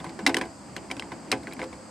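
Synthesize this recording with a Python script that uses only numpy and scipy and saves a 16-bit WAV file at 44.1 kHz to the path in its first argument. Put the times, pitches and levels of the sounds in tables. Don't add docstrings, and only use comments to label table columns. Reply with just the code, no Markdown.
import sys
import numpy as np
from scipy import signal
from scipy.fft import irfft
from scipy.io import wavfile
from scipy.ndimage import map_coordinates

SR = 44100
rng = np.random.default_rng(int(sys.argv[2]) if len(sys.argv) > 2 else 0)


def waveform_to_disk(signal):
    frames = np.transpose(np.atleast_2d(signal))
    scaled = np.clip(frames, -1, 1) * 32767
    samples = np.round(scaled).astype(np.int16)
    wavfile.write(sys.argv[1], SR, samples)


N = 83790
T = np.arange(SR // 2) / SR


def amp(db):
    return 10 ** (np.asarray(db) / 20)


def along(points, hz):
    freqs, values = np.transpose(points)
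    return np.interp(np.log(hz + 1), np.log(freqs + 1), values)


def noise(colour, width, size, tilt_db=0):
    hz = np.fft.rfftfreq(size, 1 / SR)
    gain = amp(along(colour, hz) + tilt_db * np.log2(np.maximum(hz, 1000) / 1000))
    phases = np.exp(2j * np.pi * rng.random((2, len(hz))))
    mid, side = irfft(phases * [gain, gain * amp(along(width, hz))], size)
    stereo = np.array([mid + side, mid - side])
    return stereo / np.sqrt(np.mean(stereo ** 2) + 1e-20)


def fade(t60_s, attack_s):
    return np.exp(-np.log(1000) * T / t60_s) * (1 - np.exp(-T / attack_s))


def ring(modes, attack_s, scatter_db=0, detune=0):
    out = np.zeros(len(T))
    for hz, db, t60_s in modes:
        level_draw, pitch_draw, phase = rng.standard_normal(3)
        tone = np.sin(2 * np.pi * (hz * (1 + detune * pitch_draw) * T + phase))
        out += amp(db + scatter_db * level_draw) * fade(t60_s, attack_s) * tone
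    return out


def add(track, start_s, sound):
    i = round(start_s * SR)
    track[:, i:i + len(T)] += sound[..., :N - i]


# freq_hz, relative_db
RUMBLE_COLOUR = [(20, -36), (42, -29), (68, -1), (95, -10), (124, -2), (145, -8), (200, -2), (300, -4),
                 (420, -26.5), (500, -8.5), (640, -11.5), (1000, -13), (1600, -21.5), (3000, -32),
                 (8000, -67)]
# freq_hz, relative_db
HISS_COLOUR = [(1000, 3.5), (3800, -12.5), (4500, 0), (4900, 3.5), (5500, -7), (6800, -4), (8000, 3),
               (8600, -2.5), (9100, -11.5), (12000, -24), (15000, -30), (16000, -44)]
# freq_hz, side_over_mid_db
FAR_WIDTH = [(30, -4), (150, -14.5), (600, -6.5), (2000, -4.5), (5000, -7.5), (8000, -2.5)]


def background(rumble_db=-46, hiss_db=-51.5):
    rumble = amp(rumble_db) * noise(RUMBLE_COLOUR, FAR_WIDTH, N)
    hiss = amp(hiss_db) * noise(HISS_COLOUR, FAR_WIDTH, N)
    return rumble + hiss


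# time_s, level_db
RUB_LEVEL = [(0, -53), (0.2, -43.5), (0.42, -41), (0.54, -59), (0.74, -48.5), (0.98, -46), (1.27, -44.5),
             (1.5, -47.5), (1.64, -46.5), (1.76, -53), (1.9, -52.5)]
# freq_hz, relative_db
RUB_COLOUR = [(30, -45), (70, -30), (160, 0.5), (330, 2), (480, -8), (900, -8), (1400, -21), (2200, -18),
              (3500, -30), (9000, -45), (15000, -75)]
# freq_hz, side_over_mid_db
NEAR_WIDTH = [(60, -25), (250, -11), (700, -10.5), (2000, -12.5), (4500, -8.5), (8000, -3.5), (13000, 1.5)]


def finger_rub(uneven_db=2.6, uneven_hz=35):
    t = np.arange(N) / SR
    level_db = np.interp(t, *np.transpose(RUB_LEVEL))
    flicker = map_coordinates(rng.standard_normal(200), [t * uneven_hz], mode="mirror")
    return amp(level_db + uneven_db * flicker) * noise(RUB_COLOUR, NEAR_WIDTH, N)


# start_s, crack_db, tilt_db_per_octave, crack_t60_s,
# lock_hz, lock_db, shackle_hz, shackle_db, door_db
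CONTACTS = [(0.0015, -44, 1, 0.031, 2060, -39, 3450, -35.5, -37),
            (0.043, -38.5, 3, 0.03, 970, -22, 9300, -38, -32.5),
            (0.0643, -45, 1, 0.04, 997, -31, 2150, -33.5, -40),
            (0.093, -41, 2.5, 0.031, 2180, -51, 4200, -42, -39),
            (0.1903, -31.5, -2, 0.024, 1730, -27, 3950, -38, -31.5),
            (0.2642, -10, 1, 0.032, 2046, -6, 5500, -15.5, -27),
            (0.2721, -20.5, 3.5, 0.05, 2700, -18.5, 3900, -18.5, -20.5),
            (0.2924, -24, -1.5, 0.043, 1950, -25, 5460, -38, -37),
            (0.2978, -40, 2, 0.022, 2120, -23, 3950, -31, -29),
            (0.344, -18, 3.5, 0.016, 2010, -7, 3770, -16.5, -26),
            (0.368, -16.5, 3.5, 0.02, 1710, -14, 3040, -17, -25),
            (0.3845, -32, 8, 0.022, 1090, -23, 8600, -40, -35),
            (0.4120, -24, 0, 0.023, 1694, -16.5, 2260, -18.5, -25.5),
            (0.4374, -44, -12, 0.022, 1590, -35, 2240, -27.5, -41),
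            (0.4530, -42.5, 4.5, 0.017, 2020, -51, 4460, -44, -40),
            (0.7644, -25.5, 4, 0.016, 1620, -22.5, 4350, -29, -32.5),
            (0.7800, -43, -8, 0.017, 1740, -45, 2880, -30.5, -49),
            (0.9020, -36, -8, 0.019, 2090, -26.5, 2640, -41, -33.5),
            (0.9125, -25, 2, 0.031, 2300, -19.5, 4800, -28, -33.5),
            (0.9668, -35.5, 2, 0.024, 2570, -33.5, 5600, -39, -41),
            (0.996, -23, 1.5, 0.014, 2660, -18, 3160, -20, -38),
            (1.023, -33, -5, 0.016, 2070, -22, 3360, -51, -39.5),
            (1.1185, -36, -1.5, 0.031, 940, -28, 2090, -30.5, -32.5),
            (1.3162, -14, 4, 0.025, 2730, -17, 4330, -15.5, -30),
            (1.325, -18, -4, 0.032, 800, -37, 2440, -13.5, -20.5),
            (1.4331, -47, 7, .02, 2120, -40, 4320, -50, -50),
            (1.4712, -34, -6, 0.0072, 1975, -15, 4240, -28, -33),
            (1.5130, -57, -4, 0.014, 2230, -30, 3670, -52, -44),
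            (1.5241, -34, -2, .02, 2390, -35.5, 3950, -33.5, -51),
            (1.5340, -36.5, 15, 0.015, 2400, -31, 10600, -49, -48),
            (1.5667, -45, -4, .02, 2240, -36, 6000, -41, -47),
            (1.5932, -31, -5.5, 0.03, 1620, -30.5, 2280, -32, -30),
            (1.6165, -32, -5, 0.012, 2140, -16, 3580, -32, -32.5),
            (1.6270, -30, -17, 0.051, 550, -44, 2200, -44, -36.5),
            (1.639, -37.5, 3, 0.035, 2250, -44, 5000, -52, -49),
            (1.7281, -38, -5, 0.043, 1025, -35, 2240, -38.5, -39.5)]
# freq_hz, relative_db
CRACK_COLOUR = [(200, -16), (800, 8.5), (1300, 3), (2000, 7), (3000, 0.5), (4500, -1), (6500, -10),
                (8700, -14.5), (11000, -17.5), (13500, -34.5), (16000, -51)]
# pitch_hz, level_over_crack_db, t60_s
LOCK_MODES = [(3158, -19, 0.074), (4064, -14.5, 0.025), (4960, -22.5, 0.079), (5330, -19.5, 0.042),
              (6660, -20.5, 0.028), (7870, -20.5, 0.032), (8620, -20, 0.048), (11050, -31.5, 0.033)]


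def padlock(crack_attack_s=0.00047, ring_attack_s=0.00061, door_delay_s=0.002):
    out = np.zeros((2, N))
    for (start_s, crack_db, tilt_db, t60_s,
         lock_hz, lock_db, shackle_hz, shackle_db, door_db) in CONTACTS:
        crack = noise(CRACK_COLOUR, NEAR_WIDTH, len(T), tilt_db) * fade(t60_s, crack_attack_s)
        upper_ring = ring(LOCK_MODES, crack_attack_s, detune=0.02)
        held_modes = [(lock_hz, lock_db, 0.71 * t60_s), (shackle_hz, shackle_db, 0.59 * t60_s)]
        main_ring = ring(held_modes, ring_attack_s, scatter_db=0.5)
        add(out, start_s, amp(crack_db) * (crack + upper_ring) + main_ring)
        add(out, start_s + door_delay_s, amp(door_db) * door())
    return out


# start_s, level_db, pitch_hz
BUMPS = [(0.003, -29, 169), (0.066, -26, 174), (0.227, -21, 208), (0.246, -26, 316), (0.2700, -13.5, 277),
         (0.371, -19.5, 351), (0.971, -26, 269), (1.029, -34, 310), (1.570, -27.5, 243),
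         (1.615, -26.5, 519.4), (1.652, -27, 520), (1.790, -34.5, 523)]


def hand_bumps(t60_s=0.087, attack_s=0.0076):
    out = np.zeros((2, N))
    for start_s, level_db, pitch_hz in BUMPS:
        add(out, start_s, amp(level_db) * np.sin(2 * np.pi * pitch_hz * T) * fade(t60_s, attack_s))
    return out


# pitch_hz, relative_db, t60_s
DOOR_MODES = [(122.7, -23, 0.22), (207.3, -11, 0.093), (270.1, -6.5, 0.23), (332.3, -4.5, 0.28),
              (415.6, -8, 0.15), (523, -8, 0.21), (665, -13.5, 0.32), (753.7, -7.5, 0.2),
              (854.4, -10, 0.22), (1000, -4, 0.087), (1080, -6, 0.046), (1529, -7, 0.081),
              (1630, -13.5, 0.12), (2025, -12.5, 0.068), (2670, -27, 0.042)]
# freq_hz, relative_db
CLATTER_COLOUR = [(30, -42), (80, -11), (180, -15), (320, -7.5), (450, -1), (590, -18.5), (850, -4.5),
                  (1300, -11), (1600, -10), (2200, -6), (3200, -19), (5000, -23.5), (9000, -25),
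                  (15000, -45)]
# freq_hz, t60_s
CLATTER_DECAY = [(200, 0.37), (550, 0.19), (1400, 0.11), (3700, 0.14), (10000, 0.077)]


def door(clatter_db=-8.5, modes_db=-2, attack_s=0.0015):
    hz, t, spectrum = signal.stft(noise(CLATTER_COLOUR, NEAR_WIDTH, len(T)), SR, nperseg=256)
    decay = np.exp(-np.log(1000) * t / along(CLATTER_DECAY, hz)[:, None])
    _, clatter = signal.istft(spectrum * decay, SR, nperseg=256)
    clatter = clatter[:, :len(T)] * (1 - np.exp(-T / attack_s))
    modes = ring(DOOR_MODES, attack_s, scatter_db=1.0, detune=0.004)
    return amp(clatter_db) * clatter + amp(modes_db) * modes


def scene():
    return padlock() + hand_bumps() + finger_rub() + background()


def record(dry):
    low_cut = signal.butter(3, 45, "high", fs=SR, output="sos")
    band_limit = signal.ellip(10, 0.1, 90, 16000, fs=SR, output="sos")
    return signal.sosfilt(band_limit, signal.sosfilt(low_cut, dry))


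dry = scene()
out = record(dry)
waveform_to_disk(out)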